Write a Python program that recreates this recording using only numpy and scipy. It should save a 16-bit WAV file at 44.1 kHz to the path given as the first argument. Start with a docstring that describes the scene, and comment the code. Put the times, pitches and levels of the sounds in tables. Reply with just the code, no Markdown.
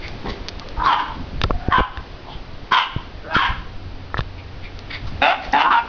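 """Two dogs play-fight in a walled yard: rough yaps and growls, some metres from a hand-held camera.
Vocal fold pulses and noisy puffs excite gliding throat resonances; wall echoes and a diffuse tail follow.
Bursts of filtered noise make panting and hissing; sparse grains of noise make soft scuffs and rustles.
Fingers ring the modes of the camera case and thud its microphone, over air, wind and a low hum.
A gain control drops at once when the sound is loud and recovers steadily."""
import sys
import numpy as np
from scipy import signal
from scipy.fft import rfft, irfft
from scipy.io import wavfile
from scipy.ndimage import uniform_filter1d

SR = 44100
rng = np.random.default_rng(int(sys.argv[2]) if len(sys.argv) > 2 else 0)


def persist_wave(psi):
    """Save psi, clipped to +-1, as 16-bit WAV."""
    counts = np.round(np.clip(psi, -1, 1) * 32767).astype(np.int16)
    wavfile.write(sys.argv[1], SR, np.atleast_2d(counts).T)


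N = 259308
T = np.arange(N) / SR
EDGE_HZ = 6500  # upper band limit of the voices and of the microphone chain

YAP_RELEASE_S, JAW_CLOSE_S = 0.013, 0.035
LEAP_FROM, LEAP_S = 0.6, 0.014  # the pitch leaps up from this share, with this time constant
PITCH_SAG_PER_S, LIPS_SAG_PER_S = 0.6, 0.99  # shares lost per second, about mid-call
ONSET_ROUGH, BRIGHTEN_DB = 0.17, 8.5  # hoarse until the pitch has leapt; brighter towards the end
FADE_POWER = 2.1  # a yap holds its strength at first, then changes ever faster, mostly fading
# Yaps: start_s (full strength), attack_s, length_s, effort_db, fade_db (change by the end),
# pitch_hz (mid-call, after the leap), roughness (0-1), open_jaw_hz, closed_jaw_hz, start_tongue_hz,
# end_tongue_hz, lips_hz and brightness_db (both mid-call)
YAPS = [(.867, .005, 0.078, -2, -3, 479.5, 0.67, 1168, 905, 1353, 1245, 3170, -8),
        (0.994, .008, 0.03, -15, -11.5, 488.3, .62, 1030, 1000, 1640, 1550, 3000, -2),
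        (1.722, .006, .091, -11, 2.5, 540.3, 0.61, 1127, 920, 1830, 1340, 3070, -7.5),
        (2.722, 0.0029, 0.13, -1, -18.5, 524.6, 0.65, 1080, 987, 1410, 1620, 3050, 0),
        (3.357, .007, .146, -11.5, -20, 528, .64, 1470, 945, 1660, 1800, 3040, -1),
        (5.705, .003, 0.1, -6, -4.5, 475.2, 0.51, 1220, 857, 1450, 1390, 2780, -8.5)]


def yap(s, attack, length, effort_db, fade_db, pitch_hz, rough, open_hz, closed_hz,
        tongue0_hz, tongue1_hz, lips_hz, bright_db):
    """Source-filter voice: pitch leaps up, then pitch, jaw and lips sink; the tongue glides up or down."""
    lead, t, gain = envelope(attack, length, YAP_RELEASE_S)
    along = t / length
    from_middle = t - length / 2
    low = np.exp(-t / LEAP_S)
    hz = pitch_hz * (1 - (1 - LEAP_FROM) * low) * (1 - PITCH_SAG_PER_S * from_middle)
    jaw = closed_hz + (open_hz - closed_hz) * np.exp(-t / JAW_CLOSE_S)
    tongue = glide(tongue0_hz, tongue1_hz, along)
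    lips = lips_hz * (1 - LIPS_SAG_PER_S * from_middle)
    effort = effort_db + fade_db * along ** FADE_POWER
    brightness = bright_db + BRIGHTEN_DB * (along - 0.5)
    return s - lead, gain * bark(effort, hz, rough + ONSET_ROUGH * low, jaw, tongue, lips, brightness)


GROWL_ATTACK_S, GROWL_RELEASE_S = 0.0025, 0.0091  # attack at 0 dB effort
SOFTER_PER_DB = 0.035  # exponential rate at which the attack lengthens per dB less effort
LIPS_RISE = 0.12  # share of its mid-call value by which the lip resonance climbs
# Growls and gruff barks: start_s (full strength), length_s, effort_db, swell_db (change by the end),
# start_pitch_hz, end_pitch_hz, roughness (clipped to 0-1), start_jaw_hz, end_jaw_hz, start_tongue_hz,
# end_tongue_hz, lips_hz (mid-call), start_brightness_db, end_brightness_db
GROWLS = [(.254, .074, -25, -13, 197.3, 218.4, 0.88, 282, 570, 700, 1600, 2010, -14, 6.5),
          (.775, .055, -32, 17, 302, 350.6, 0.83, 920, 1050, 1250, 1320, 2680, -40, -24.5),
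          (0.837, 0.053, -28, 10.5, 287.4, 298, 1.03, 1010, 1135, 1360, 1400, 3900, -10, 7),
          (1.599, 0.14, -44, 18, 362, 368, .7, 725, 770, 1480, 1680, 2350, -15, -11),
          (3.249, .105, -38, 16.5, 295.2, 323.4, 0.46, 430, 985, 1404, 1600, 2500, -26, 2),
          (5.222, .114, -3.5, -3, 266.2, 402, .45, 730, 790, 1560, 1334, 2620, 2.5, -4.5),
          (5.537, 0.099, 1, -7, 275.3, 320, 0.6, 835, 920, 1880, 1230, 2750, -7, 0.5),
          (5.638, 0.045, -9, 4, 319.4, 362, 0.53, 974, 1048, 1340, 1340, 2970, -11, -22)]


def growl(s, length, effort_db, swell_db, start_hz, end_hz, rough, jaw0_hz, jaw1_hz,
          tongue0_hz, tongue1_hz, lips_hz, bright0_db, bright1_db):
    """Source-filter voice: a low rough pitch climbs steadily while the jaw opens."""
    attack = GROWL_ATTACK_S * np.exp(-SOFTER_PER_DB * effort_db)
    lead, t, gain = envelope(attack, length, GROWL_RELEASE_S)
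    along = t / length
    hz = glide(start_hz, end_hz, along)
    jaw = glide(jaw0_hz, jaw1_hz, along)
    tongue = glide(tongue0_hz, tongue1_hz, along)
    lips = lips_hz * (1 + LIPS_RISE * (along - 0.5))
    brightness = glide(bright0_db, bright1_db, along)
    return s - lead, gain * bark(effort_db + swell_db * along, hz, rough, jaw, tongue, lips, brightness)


CHEST_FADE_S = 0.031  # the chest booms only at the start of a call
MUZZLE_SAG = 0.12  # share by which the muzzle resonances sink over a call
FUNDAMENTAL_DB = -27  # clean tone at the pitch, at 0 dB effort
PURER_PER_DB = 0.33  # dB by which that tone stands out more for each dB less effort
# Upper resonances of the muzzle: centre_hz (mid-call), width_hz (of each filter stage), level_db (relative)
MUZZLE = [(2046, 950, -11), (3540, 310, -14), (4230, 530, -32)]


def bark(effort_db, hz, rough, first, second, third, bright_db,
         jitter=0.03, half_share=0.54, chest_hz=265):
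    """Source and filter: unsteady vocal fold pulses and puffs of air excite the throat resonances."""
    rough, n = np.clip(rough, 0, 1), len(hz)
    turns = np.cumsum(hz * (1 + 2 * jitter * rough * wander(n, hz=129.3))) / SR
    harmonics = (np.cos(2 * np.pi * k * turns) * (k * hz < EDGE_HZ) for k in range(1, 24))
    folds = sum(harmonics) * np.sqrt(4 * hz / SR)
    folds *= 1 + 2 * half_share * rough * np.cos(np.pi * turns)  # strong and weak pulses alternate
    puffs = evened((0.26 + np.exp(-(turns % 1) / 0.11)) * rng.standard_normal(n))
    drive = (1 - rough) * folds + 0.5 * rough * puffs

    jaw = resonate(drive, first, 290)
    tongue = resonate(drive, second, 560)
    lips = resonate(drive, third, 500)
    # the chest carries the fundamental while the pitch is still low
    chest = amp(-2.5) * np.minimum(chest_hz / hz, 1) ** 3 * resonate(drive, chest_hz, 330)
    chest *= rough * np.exp(-T[:n] / CHEST_FADE_S)
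    sink = 1 + MUZZLE_SAG * np.linspace(0.5, -0.5, n)
    muzzle = amp(-8) * lips
    muzzle += sum(amp(db) * resonate(drive, f * sink, width) for f, width, db in MUZZLE)
    hiss = amp(-24.5) * rough ** 2 * resonate(puffs, 3890, 2700)  # air past the teeth, more when hoarse

    voice = chest + jaw + amp(-6.5) * tongue + amp(bright_db) * (muzzle + hiss)
    voice /= np.sqrt(abs(uniform_filter1d(voice ** 2, size=700)) + 1e-12)  # level out before the effort
    voice += amp(FUNDAMENTAL_DB - PURER_PER_DB * effort_db) * np.cos(2 * np.pi * turns)
    rasp = amp(3.5 * rough * wander(n, hz=90))
    return amp(effort_db) * voice * rasp


def envelope(attack, length, release):
    """Exponential growth, hold and release: lead time, time since full strength, and gain."""
    t = np.arange(-4 * attack, length, 1 / SR)
    onset = np.exp(np.minimum(t, 0) / attack)
    ending = np.sin(np.pi / 2 * np.minimum((length - t) / release, 1)) ** 2
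    return -t[0], np.maximum(t, 0), onset * ending


# A thin whine: start_s, length_s, level_db (peak, before the flutter), pitch_hz
WHINES = [(1.516, 0.19, -35.5, 714)]


def whine(s, length, db, hz, waver=0.041, flutter_db=3):
    """Frequency and amplitude modulation: a nearly pure, slightly unsteady tone through the nose."""
    n = round(length * SR)
    tone = np.sin(2 * np.pi * np.cumsum(hz * (1 + waver * wander(n, hz=80))) / SR)
    flutter = amp(db + flutter_db * wander(n, hz=60))
    return s, flutter * tone * signal.windows.tukey(n, 0.2)


# Air past the teeth in the hardest barks: peak_s, length_s, level_db (rms before the fades), centre_hz
HISSES = [(.868, .06, -29, 4150), (2.727, .025, -28, 5000), (3.352, .06, -35, 4400), (5.28, .15, -32, 4650),
          (5.59, .09, -30, 3700), (5.725, .06, -30, 3650)]


def teeth_hiss(s, length, db, hz, width_hz=1900):
    """Turbulence: a short rush of air through the teeth makes band-shaped noise."""
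    air = rng.standard_normal(round(length * SR))
    return s - length / 2, amp(db) * evened(resonate(air, hz, width_hz)) * np.hanning(len(air))


# Panting of the dogs: peak_s, length_s, level_db (rms before the fades), mouth_hz
PANTS = [(0.038, 0.091, -35, 2190), (2.323, 0.14, -41.5, 3220), (4.391, 0.05, -42, 2490),
         (4.65, 0.073, -37, 2260), (4.912, .03, -28.5, 2140), (4.944, 0.062, -27, 2090),
         (5.439, 0.051, -34, 2030)]


def pant(s, length, db, hz):
    """Turbulence and resonance: a puff of noisy air passes through an open muzzle."""
    air = rng.standard_normal(round(length * SR))
    mouth = resonate(air, hz, 800)
    mouth += amp(-9.5) * resonate(air, 3550, 1100)
    mouth += amp(-11.5) * resonate(air, 4500, 800)
    mouth += amp(-10) * resonate(air, 1300, 540)
    return s - length / 2, amp(db) * evened(mouth) * np.hanning(len(air))


# Soft, dull scuffs and rustles in the yard, some perhaps of paws:
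# peak_s, length_s, level_db (rms before the fades), centre_hz
SCUFFS = [(.078, .06, -42, 3800), (.297, 0.041, -33.5, 3900), (0.299, 0.078, -37.5, 189.6),
          (0.619, 0.021, -32.5, 1035), (.67, 0.13, -38.5, 475), (2.29, 0.12, -37, 822),
          (4.103, 0.0054, -36.5, 1350), (4.383, 0.16, -47, 786), (5.078, 0.027, -37, 1190),
          (5.079, 0.037, -41.5, 4150), (5.44, .077, -40, 4000), (5.526, 0.008, -31.5, 4600)]
# Fingers sliding on the camera: peak_s, length_s, level_db (rms before the fades), centre_hz
RUBS = [(1.197, 0.15, -34, 223), (1.336, 0.082, -34, 225), (1.438, 0.019, -29, 3270),
        (1.449, 0.024, -24.5, 430), (1.506, 0.028, -23, 580), (1.799, 0.044, -13, 420),
        (4.186, .04, -32, 3260)]


def scuff(s, length, db, hz):
    """Stick-slip friction: two rough surfaces slide in a quick cloud of tiny slips."""
    n = round(length * SR)
    grains = rng.standard_normal(n) * (rng.random(n) < 2500 / SR)  # about 2500 slips per second
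    return s - length / 2, amp(db) * evened(resonate(grains, hz, 0.69 * hz)) * np.hanning(n)


# Dogs moving about the walled yard, driest in the last barks:
# time_s, tail_db, delay_factor (on the wall echoes)
PLACE = [(0.897, -6.5, 1.075), (1.749, -7, 1.48), (2.753, -10.5, 0.97), (3.4, -4, 0.9), (5.249, -12, 1.15),
         (5.751, -12, 0.74)]
# Wall echoes: delay_s (before the delay factor), gain (relative to the direct sound)
WALLS = [(.0048, 0.06), (.0085, -0.14), (0.013, 0.38), (.023, -0.16), (.034, -.2), (.062, -0.056)]
# Decay of the diffuse tail: frequency_hz, t60_s
YARD_DECAY = [(200, 1), (1000, 0.45), (3000, 0.47), (6000, 0.45)]


def yard(x):
    """Reflection and reverberation: wall echoes shift as the dogs move, and a tail dies band by band."""
    s, *columns = np.transpose(PLACE)
    tail_db, stretch = (np.interp(T, s, column) for column in columns)
    early = x + sum(gain * np.interp(T - delay * stretch, T, x, left=0) for delay, gain in WALLS)
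    early /= np.sqrt(1 + sum(gain ** 2 for _, gain in WALLS))
    taps = rng.standard_normal(SR) * (rng.random(SR) < 2500 / SR) * (T[:SR] > 0.008)
    hz, t, z = signal.stft(taps, SR, nperseg=256)
    decay = amp(-60 * t / read(YARD_DECAY, hz)[:, None])
    tail = signal.istft(z * decay, SR, nperseg=256)[1]
    return early + signal.fftconvolve(x * amp(tail_db), tail / np.linalg.norm(tail))[:N]


# Fingers knocking on the camera: start_s, click_db (peak), click_colour_hz, thud_db, thud_hz
KNOCKS = [(0.778, -46, 300, -15.5, 48), (1.4156, 0, 2240, -32, 59), (1.4375, -2.5, 3280, -10, 93),
          (1.4401, -3, 1140, -18, 44.7), (1.5073, 3, 865, -11.5, 38.6), (1.685, -0.5, 402, -14.5, 92.5),
          (1.783, 1.5, 304, -30, 98.4), (1.8, -3.5, 520, -11, 46), (1.8062, 8, 700, -2.5, 58),
          (1.9736, -11.5, 2000, -19, 61.4), (2.9629, -12, 402, -11, 117.5), (3.365, 0, 432, -39, 142),
          (4.1435, -5.5, 1230, -19.5, 50), (4.171, -11, 1480, -32, 70), (4.1813, -12.5, 1940, -31, 89),
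          (4.1911, -5, 874, -12.5, 128.5), (4.207, -9, 2090, -19, 69.4)]
# Modes of the camera case: frequency_hz, level_db (relative), t60_s
CASE = [(250, 17.5, 0.0052), (545, -11.5, 0.0039), (1156, -27.5, 0.015), (1330, -22.5, 0.02),
        (1757, -7, 0.012), (2850, 2, 0.0036), (3650, 20.5, 0.0049), (4590, 29.5, 0.0028), (5730, -19, .003)]


def knock(s, click_db, colour_hz, thud_db, thud_hz, octaves=0.4, thud_cycles=0.3,
          contact_cycles=0.57, rub_db=-24):
    """Modal excitation: a hard contact rings high case modes, a soft one low; a push thuds the microphone."""
    t = np.arange(SR // 10) / SR
    ring = np.zeros(len(t))
    for hz, db, t60 in CASE:
        reach = 1 + (np.log2(hz / colour_hz) / octaves) ** 4  # modes far from the colour stay weak
        ring += amp(db - 60 * t / t60) * np.sin(2 * np.pi * hz * t) / reach
    force = np.sin(np.pi * np.minimum(t * colour_hz / contact_cycles, 1)) ** 2  # softer lasts longer
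    rub = amp(rub_db) * rng.standard_normal(len(t)) * np.exp(-t / 0.0047)  # the skin slides a little
    ring = signal.fftconvolve(ring, force + rub)[:len(t)]
    swell = t * thud_hz / thud_cycles
    thud = np.sin(2 * np.pi * thud_hz * t) * swell * np.exp(1 - swell)
    return s, amp(click_db) * ring / abs(ring).max() + amp(thud_db) * thud


# Light ticks of the camera case: start_s, click_db (peak)
TICKS = [(0.0817, -18.5), (.4852, -6), (0.4901, -12), (.597, -15), (.688, -19), (4.791, -19)]


def tick(s, db):
    """Modal excitation: a light, hard touch rings the upper case modes with little thud."""
    return knock(s, db, colour_hz=4600, thud_db=db - 29, thud_hz=120)


WIND_DB = -35.5  # between gusts, before the lumpiness
HUM_DB, HUM_HZ = -49.5, 91.5  # rms of the fundamental between swells, and its mean pitch
# Spectrum of the outdoor air: frequency_hz, level_db (relative, per Hz)
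AIR_COLOUR = [(60, -21.5), (150, -4), (300, 0), (450, -3.5), (700, -5), (1000, -8), (1800, -11.5),
              (3000, -13.5), (4800, -17), (5700, -26), (6600, -35), (8000, -65)]
# Loudness of the outdoor air: time_s, level_db
AIR_LEVEL = [(0, -37.5), (2.1, -41), (4.4, -42.5), (5.88, -35.5)]
# Spectrum of the wind on the microphone: frequency_hz, level_db (relative, per Hz)
WIND_COLOUR = [(10, 6.5), (30, 4.5), (60, 0.5), (120, -5.5), (250, -18.5), (600, -83.5), (2000, -75)]
# Gusts of wind: peak_s, half_length_s, rise_db
GUSTS = [(.15, .28, 6), (0.76, .09, 5.5), (1.464, 0.22, 14), (3.528, 0.066, 9), (4.006, .1, 0.5),
         (5.13, 0.099, 10)]
# Swells of the low hum: peak_s, half_length_s, rise_db
HUM_SWELLS = [(4.05, 0.69, 10.5), (5.003, 0.35, 9.5)]


def background(gust_db=3):
    """Shaped noise and slow modulation: outdoor air, lumpy wind on the microphone and a wavering hum."""
    air = level(AIR_LEVEL) * noise(AIR_COLOUR)
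    lumps = amp(gust_db * noise([(1, -10), (10, -2.5), (30, -20), (100, -100)]))  # (Hz, dB)
    wind = swelling(WIND_DB, GUSTS) * noise(WIND_COLOUR) * lumps
    phase = 2 * np.pi * np.cumsum(HUM_HZ * (1 + 0.015 * wander(N, hz=7.1))) / SR
    hum_tone = np.sqrt(2) * (np.sin(phase) + amp(-15) * np.sin(3 * phase))
    return air + wind + swelling(HUM_DB, HUM_SWELLS) * hum_tone


def swelling(base_db, swells):
    """Level modulation: bell-shaped swells on a steady level, as a gain for every sample."""
    return amp(base_db + sum(db * np.exp(-((T - s) / half) ** 2) for s, half, db in swells))


def amp(db):
    """Level to amplitude ratio: 20 dB is a factor of ten."""
    return 10 ** (np.asarray(db) / 20)


def evened(x):
    """Power normalisation to rms 1."""
    return x / np.sqrt(np.mean(x ** 2) + 1e-20)


def glide(start, end, along):
    """Linear glide from start to end as along runs from 0 to 1."""
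    return start + (end - start) * along


def read(points, hz):
    """Spectral interpolation on a log-frequency axis."""
    f, value = np.transpose(points)
    return np.interp(np.log(hz + 1), np.log(f + 1), value)


def level(curve):
    """Level interpolation: points of (s, dB) become a gain for every sample."""
    return amp(np.interp(T, *np.transpose(curve)))


def noise(colour):
    """Spectral shaping: white noise takes on the given spectrum, at rms 1."""
    spectrum = rfft(rng.standard_normal(N))
    return evened(irfft(spectrum * amp(read(colour, np.fft.rfftfreq(N, 1 / SR))), N))


def wander(size, hz):
    """Low-passed noise: one second of random drift, rms 1 and no faster than about hz, repeated to size."""
    f = np.fft.rfftfreq(SR, 1 / SR)
    drift = irfft(rfft(rng.standard_normal(SR)) * np.exp(-(f / hz) ** 2), SR)
    return np.resize(evened(drift), size)


def resonate(x, hz, width):
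    """Resonance by heterodyning: shift hz to zero, low-pass in three stages, and shift back."""
    turn = np.exp(2j * np.pi * np.cumsum(hz * np.ones(len(x))) / SR)
    r = np.exp(-np.pi * width / SR)
    slow = x / turn + 1e-18
    for _ in range(3):
        slow = signal.lfilter([1 - r], [1, -r], slow)
    return 2 * (turn * slow).real


def add(mix, s, sound):
    """Superposition: lays a sound into the mix at time s."""
    part = mix[max(round(s * SR), 0):][:len(sound)]
    part += sound[:len(part)]


def play(source, table):
    """Superposition of the events in every row of a table."""
    mix = np.zeros(N)
    for row in table:
        add(mix, *source(*row))
    return mix


def scene():
    """Superposition: the dogs in the yard, the hand on the camera and the open air."""
    voices = play(yap, YAPS) + play(growl, GROWLS) + play(whine, WHINES) + play(teeth_hiss, HISSES)
    in_yard = voices + play(pant, PANTS) + play(scuff, SCUFFS)
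    hand = play(knock, KNOCKS) + play(tick, TICKS) + play(scuff, RUBS)
    return (yard(in_yard) + hand + background())[None]


def record(dry, limit_db=-12.5, recovery_db_per_s=55):
    """Dynamic compression: gain falls at once, recovers steadily; peaks are rounded, then band-limited."""
    power_db = 10 * np.log10(abs(uniform_filter1d(dry[0] ** 2, size=500)) + 1e-12)
    fall = T * recovery_db_per_s
    held_db = np.maximum.accumulate(power_db + fall) - fall
    over_db = np.maximum(held_db - limit_db, 0)
    ducked = dry / amp(uniform_filter1d(over_db, size=100))
    rounded = ducked / (1 + (ducked / 0.8) ** 4) ** 0.25
    low_pass = signal.firwin(151, EDGE_HZ, window=("kaiser", 9), fs=SR)
    return signal.oaconvolve(rounded, low_pass[None], "same")


dry = scene()
out = record(dry)
persist_wave(out)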